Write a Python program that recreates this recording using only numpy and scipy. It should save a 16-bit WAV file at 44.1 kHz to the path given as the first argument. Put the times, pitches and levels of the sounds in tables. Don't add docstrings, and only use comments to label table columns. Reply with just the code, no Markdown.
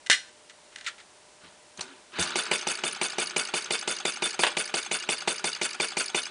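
import sys
import numpy as np
from scipy import signal
from scipy.fft import rfft, irfft
from scipy.io import wavfile
from scipy.ndimage import uniform_filter1d

SR = 44100
rng = np.random.default_rng(int(sys.argv[2]) if len(sys.argv) > 2 else 0)


def file_out(sig):
    cols = np.atleast_2d(sig).T
    lim = np.clip(cols, -1, 1)
    pcm = np.round(lim * 32767).astype(np.int16)
    wavfile.write(sys.argv[1], SR, pcm)


N = 277830

# (frequency [Hz], relative density [dB per Hz])
AIR_SPECTRUM = [(15, -76.5), (25, -24), (92, -20), (172, -19), (200, -15), (257, -16), (339, -12),
                (458, -12.5), (588, -13), (701, -13), (996, -11), (1100, -16), (10000, -20.5), (13000, -69),
                (22000, -120)]
# (frequency [Hz], level [dB])
HUM_TONES = [(602, -66.5)]

# (time [s], drive [dB], decay [s])
LIGHTER_CLICKS = [(.062, -37, 0.006), (.069, -35, 0.0051), (.0995, -16, 0.03), (.113, -20, 0.05),
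                  (.126, -22.5, 0.027), (.496, -45, 0.0098), (.759, -33.5, 0.0025), (.784, -43.5, 0.0082),
                  (.81, -43, 0.012), (.843, -45.5, 0.025)]
# (time [s], drive [dB], decay [s])
CASING_RATTLES = [(.503, -53, 0.011), (.72, -58, 0.072), (.768, -52, 0.16), (.852, -47, 0.014),
                  (.8635, -31, 0.024), (.876, -33.5, 0.019), (.981, -51, 0.027), (.999, -49.5, 0.02)]
# (time [s], drive [dB], decay [s])
GEAR_CLICKS = [(1.773, -44.5, 0.0078), (1.792, -52, 0.003), (1.808, -30.5, 0.0079), (1.824, -44, 0.037),
               (2.200, -33, 0.0034), (2.224, -30, 0.041), (2.282, -47, .003)]
# (time [s], drive [dB], decay [s])
STAND_GROANS = [(1.815, -53.5, .03)]
# (time [s], drive [dB], decay [s])
BENCH_BUMPS = [(1.43, -59, 0.051), (1.78, -45.5, 0.0077), (2.187, -30.5, 0.019), (2.245, -51, 0.04),
               (2.355, -47, 0.0063)]
# (time [s], drive [dB], decay [s])
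LOOSE_CLACKS = [(1.7925, -34, 0.0037), (2.520, -29.5, 0.036), (3.022, -31.5, 0.0088),
                (3.223, -29.5, 0.0051), (4.4342, -14.5, 0.0086), (4.446, -24, 0.02), (4.466, -23.5, 0.03),
                (5.2785, -23.5, 0.0056)]
# (time [s], bearing drive [dB], rise [s], decay [s])
WHEEL_NUDGES = [(1.40, -51.5, 0.053, .05), (1.77, -45.5, 0.027, 0.11), (2.113, -36.5, 0.065, 0.17)]
# (time [s], strength [dB])
VALVE_KNOCKS = [(2.184, -14.5), (2.354, -13), (2.511, -10.5), (2.667, -14), (2.835, -14), (3.012, -13),
                (3.181, -13), (3.361, -13), (3.536, -14), (3.704, -14.5), (3.874, -14.5), (4.05, -13),
                (4.22, -12.5), (4.39, -11), (4.567, -13), (4.738, -12.5), (4.911, -14), (5.087, -13),
                (5.273, -10.5), (5.44, -13), (5.612, -15.5), (5.798, -13), (5.967, -13.5), (6.144, -12)]

# (frequency [Hz], width [Hz], relative level [dB])
LIGHTER_MODES = [(390, 390, -25.5), (1550, 45, -2), (1640, 34, -12), (1770, 34, -4), (1810, 470, -2.5),
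                 (1988, 34, 5.5), (2100, 34, -1.5), (2420, 67, -6.5), (2860, 58, 1.5), (3080, 710, -6),
                 (3700, 130, -2.5), (4180, 370, -6.5), (5300, 810, -10.5), (5850, 130, -7),
                 (6940, 1900, -13.5), (9040, 1300, -17.5)]
CASING_MODES = [(1370, 150, -1), (1940, 610, -1), (2369, 62, -4), (2821, 535, -9), (3600, 1500, -6),
                (4701, 2797, -21), (6940, 2000, -13.5)]
GEAR_MODES = [(890, 430, 5.5), (2500, 1600, -2.5), (4350, 1300, 6.5), (6180, 710, 8), (8100, 1900, 1.5)]
STAND_MODES = [(270, 19, 0), (381, 20, -1), (900, 60, -10), (1407, 44, -6), (3530, 46, -10)]
BENCH_MODES = [(92, 29, -2), (178, 38, -2), (346, 113, -4.5)]
FRAME_MODES = [(573, 420, -4.5), (920, 160, -2), (1120, 70, -2), (1540, 250, -3), (1890, 580, -6),
               (2680, 330, -2), (3360, 860, -5.5), (4650, 500, -12), (6412, 250, -21), (8416, 2300, -15)]
BEARING_MODES = [(308, 195, -1.5), (917, 290, 3), (1197, 170, 8.5), (1474, 320, 12.5), (1696, 450, 2),
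                 (2500, 1060, 8), (3057, 47, 13), (3810, 170, 8.5), (4300, 870, 2.5), (6170, 130, -7.5)]
VALVE_MODES = [(407, 158, -7), (836, 250, -14), (1500, 700, -11.5), (2090, 97, -2), (2420, 290, -1),
               (2907, 72, 0.5), (3520, 920, -10), (4700, 300, -7), (5970, 330, -13.5), (7000, 2900, -15.5),
               (9400, 880, -18)]
SPRING_MODES = [(339, 270, -13), (540, 79, -9), (865, 280, -18), (1391, 59, -6.5), (2353, 990, -15),
                (2860, 43, -6), (3552, 26, 9.5), (4630, 780, -8.5), (7351, 3200, -15), (8580, 390, -4),
                (9730, 69, 0.5), (9348, 2800, -27.5)]
PISTON_MODES = [(418, 154, -13), (869, 2200, -11.5), (1463, 230, -3), (2236, 92, -1.5), (2560, 49, 2),
                (2840, 610, -6.5), (3520, 18, 0.5), (4626, 315, -3.5), (6380, 490, -8.5), (5620, 37, -4.5),
                (8300, 2400, -11.5), (9410, 290, -5.5)]
ROD_PIN_MODES = [(377, 351, -38), (1431, 632, -45), (1750, 61, -4.5), (2340, 340, -12), (2860, 57, 2),
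                 (3750, 780, -12), (4680, 420, -2), (6644, 780, -10.5), (9455, 270, -3.5)]
CRANK_PIN_MODES = [(367, 351, -27.5), (1532, 750, -17.5), (2310, 400, 18.5), (2925, 121, -1),
                   (3623, 610, -6), (4800, 890, 18), (5500, 86, 12), (6220, 180, 22), (7800, 650, 12),
                   (9329, 501, -39)]
PUSH_ROD_MODES = [(329, 315, -41), (796, 110, -0.5), (1380, 480, -2.5), (1423, 75, 3.5), (2450, 180, -4),
                  (2820, 1200, -6), (3437, 43, 2.5), (4780, 610, -7), (6370, 140, 0.5), (7979, 2100, -12)]
# (frequency [Hz], width [Hz], relative level [dB])
PLATE_MODES = [(82, 51, -26), (167.8, 25, -7), (218.4, 25, -7), (254, 13.5, -7.5), (341.7, 32, -0.5),
               (380.6, 40, -0.5), (407, 27, -3.5), (440.4, 11, 2.5), (524, 13, -1), (616, 30, -2.5),
               (672, 24, 0.5), (803, 75, 0), (842, 8.3, -4.5), (900, 92, -3.5), (1170, 25.6, -3.5),
               (1414, 16, -11.5)]

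AIR_DB = -55.5
TOP_HZ = 10050
TIME = np.arange(N) / SR
SPAN = TIME[:8192]
VALVE_DB, THUD_DB = -12, 11
COLD_DB, CATCH_S = 4, 0.08
STROKE_DB, TICK_DB = -30.5, -36.5
PISTON_AT, SLACK_AT, ROD_AT, CRANK_AT, PUSH_AT = 0.165, 0.41, 0.503, 0.63, 0.695
RUN_DB, RUN_IN_DB_PER_S = -43, 1.12


def undb(db):
    return 10 ** (np.asarray(db) / 20)


def add(track, s, sound):
    start = max(int(s * SR), 0)
    part = track[start:start + len(sound)]
    part += sound[:len(part)]


def ring(force, modes, size=8192):
    f = np.maximum(np.fft.rfftfreq(size, 1 / SR), 1)
    power = 0
    for hz, width, db in modes:
        detuning = (f * f - hz * hz) / (f * width)
        power = power + undb(db) ** 2 / (1 + detuning ** 2 / 2) ** 2
    cepstrum = irfft(np.log(power + 1e-12) / 2)
    cepstrum[1:size // 2] *= 2
    cepstrum[size // 2 + 1:] = 0
    response = irfft(np.exp(rfft(cepstrum)))
    return signal.fftconvolve(force, response / np.linalg.norm(response))[:N]


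def grit(count, rough_db):
    swell = uniform_filter1d(rng.standard_normal(count), size=49) * np.sqrt(49)
    force = rng.standard_normal(count) * undb(rough_db * swell)
    return force / np.std(force)


def contact(rise, hold, decay):
    build = np.minimum(SPAN / max(rise, 1 / SR), 1)
    return build * np.exp(-np.maximum(SPAN - rise - hold, 0) / decay)


def chatter(envelope, rough_db, count=3):
    force = grit(len(SPAN), rough_db) * envelope
    for _ in range(count):
        flat = irfft(np.exp(1j * np.angle(rfft(force))))
        force = flat * np.sqrt(envelope)
    return force * np.linalg.norm(envelope) / np.linalg.norm(force)


def blows(events, modes, rise, hold, rough_db):
    force = np.zeros(N)
    for s, db, decay in events:
        add(force, s, undb(db) * chatter(contact(rise, hold, decay), rough_db))
    return ring(force, modes)


def strokes(times, levels_db, modes, rise, hold, decay, alike, jitter, rough_db, scatter_db=0.5):
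    envelope = contact(rise, hold, decay)
    habit = chatter(envelope, rough_db)
    force = np.zeros(N)
    late, harder = rng.standard_normal((len(times), 2)).T
    for s, db in zip(times + jitter * late, levels_db + scatter_db * harder):
        fresh = chatter(envelope, rough_db)
        burst = np.sqrt(alike) * habit + np.sqrt(1 - alike) * fresh
        add(force, s, undb(db) * burst)
    return ring(force, modes)


def air():
    hz, db = np.transpose(AIR_SPECTRUM)
    f = np.maximum(np.fft.rfftfreq(N, 1 / SR), 1)
    shape = undb(np.interp(np.log(f), np.log(hz), db))
    noise = irfft(rfft(rng.standard_normal(N)) * shape, N)
    hum = np.zeros(N)
    for line_hz, line_db in HUM_TONES:
        hum += np.sqrt(2) * undb(line_db) * np.sin(2 * np.pi * line_hz * TIME)
    return undb(AIR_DB) * noise / np.std(noise) + hum


def room(sound, wet_db, t60, first_s):
    t = TIME[:SR // 2]
    tail = rng.standard_normal(len(t)) * np.exp(-np.log(1000) * t / t60) * (t > first_s)
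    return sound + undb(wet_db) * signal.fftconvolve(sound, tail / np.linalg.norm(tail))[:N]


def lighter(snap_s=0.0994, snap_db=5.0, snap_width=0.00006):
    spike = 0.17 * np.exp(-SPAN / 0.00032) - np.exp(-SPAN / snap_width)
    snap = np.zeros(N)
    add(snap, snap_s, undb(snap_db) * spike)
    clicks = blows(LIGHTER_CLICKS, LIGHTER_MODES, rise=0.00048, hold=0.0017, rough_db=3.0)
    rattles = blows(CASING_RATTLES, CASING_MODES, rise=0.00065, hold=0.0064, rough_db=-1)
    return snap + clicks + rattles


def hand():
    clicks = blows(GEAR_CLICKS, GEAR_MODES, rise=0.00078, hold=0.0049, rough_db=2)
    groan = blows(STAND_GROANS, STAND_MODES, rise=0.0092, hold=0.11, rough_db=0.0)
    bumps = blows(BENCH_BUMPS, BENCH_MODES, rise=0.0017, hold=0.0056, rough_db=4.0)
    return clicks + groan + bumps


def rolling(start_s):
    by_hand = np.zeros(N)
    for s, db, rise, decay in WHEEL_NUDGES:
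        swell = np.clip((TIME - s) / rise, 0, 1)
        coast = np.exp(-np.maximum(TIME - s - rise, 0) / decay)
        by_hand += undb(db) * swell * coast
    running = np.maximum(TIME - start_s, 0)
    catching = 1 - np.exp(-running / CATCH_S)
    return by_hand + catching * undb(RUN_DB - RUN_IN_DB_PER_S * running)


def disperse(force, hz, q):
    b, a = signal.iirpeak(hz, q, fs=SR)
    return force - 2 * signal.lfilter(b, a, force)


def plate(times, levels_db, rumble):
    force = np.zeros(N)
    for s, db in zip(times, levels_db):
        add(force, s, undb(db)[None])
    push = disperse(disperse(force, hz=445, q=1.5), hz=780, q=2.5)
    return ring(push + rumble, PLATE_MODES)


def engine():
    s, strength_db = np.transpose(VALVE_KNOCKS)
    turn = np.append(np.diff(s), np.median(np.diff(s)))
    knock_db = strength_db - COLD_DB * np.exp(-(s - s[0]) / CATCH_S)
    valve = strokes(s, knock_db + VALVE_DB, VALVE_MODES, rise=0.0023, hold=0.003, decay=0.012,
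                    alike=0.31, jitter=0, rough_db=2.5)
    rebound = strokes(s + 0.0079, STROKE_DB + 0.5, GEAR_MODES, rise=0.0013, hold=0.0022, decay=0.0015,
                      alike=0.24, jitter=0.0011, rough_db=5.0, scatter_db=1.5)
    spring = strokes(s + 0.012, STROKE_DB + 1.67, SPRING_MODES, rise=0.00055, hold=0.01, decay=0.024,
                     alike=0.21, jitter=0.0004, rough_db=2.0, scatter_db=0.8)
    piston = strokes(s + PISTON_AT * turn, STROKE_DB + 1.5, PISTON_MODES, rise=0.0012, hold=0.02, decay=0.02,
                     alike=0.22, jitter=0.001, rough_db=2.5, scatter_db=1.1)
    slack = strokes(s + SLACK_AT * turn, STROKE_DB - 6.5, CRANK_PIN_MODES, rise=0.0033, hold=0.0046,
                    decay=0.0055, alike=0.1, jitter=0.0014, rough_db=1.5)
    rod = strokes(s + ROD_AT * turn, TICK_DB + 4.0, ROD_PIN_MODES, rise=0.00094, hold=0.0063, decay=0.0024,
                  alike=0.29, jitter=0.00071, rough_db=2.0, scatter_db=-0.3)
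    crank = strokes(s + CRANK_AT * turn, TICK_DB + 2.0, CRANK_PIN_MODES, rise=0.0012, hold=0.0039,
                    decay=0.0046, alike=0.31, jitter=0.00061, rough_db=3.5, scatter_db=0.5)
    push = strokes(s + PUSH_AT * turn, STROKE_DB - 5.5, PUSH_ROD_MODES, rise=0.0025, hold=0.006,
                   decay=0.0089, alike=0.22, jitter=0.00092, rough_db=2.0)
    rumble = grit(N, rough_db=2.0) * rolling(s[0])
    bearings = ring(rumble, BEARING_MODES)
    thud = plate(s + 0.0014, knock_db + THUD_DB, undb(-9.0) * rumble)
    clacks = blows(LOOSE_CLACKS, FRAME_MODES, rise=0.00054, hold=0.0014, rough_db=2.5)
    linkage = slack + rod + crank + push
    return thud + valve + rebound + spring + piston + linkage + bearings + clacks


def uneven(sound, depth_db, full_hz, size=256):
    f, _, cells = signal.stft(sound, SR, nperseg=size)
    chance = uniform_filter1d(rng.standard_normal(cells.shape), size=4, axis=0)
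    depth = depth_db * np.minimum(f / full_hz, 1)[:, None]
    gain = undb(depth * np.tanh(chance / np.std(chance)))
    gain /= np.sqrt(np.mean(gain ** 2, axis=1, keepdims=True))
    return signal.istft(cells * gain, SR, nperseg=size)[1][:N]


def scene():
    background = air()
    flame_lighting = room(lighter(), wet_db=-15.5, t60=0.25, first_s=0.0086)
    machine = room(hand() + engine(), wet_db=-9.5, t60=0.085, first_s=0.004)
    machine = uneven(machine, depth_db=10.0, full_hz=6000)
    return (background + flame_lighting + machine)[None]


def record(dry):
    treble_limit = signal.ellip(12, 0.2, 70, TOP_HZ, fs=SR, output="sos")
    return signal.sosfilt(treble_limit, dry)


dry = scene()
out = record(dry)
file_out(out)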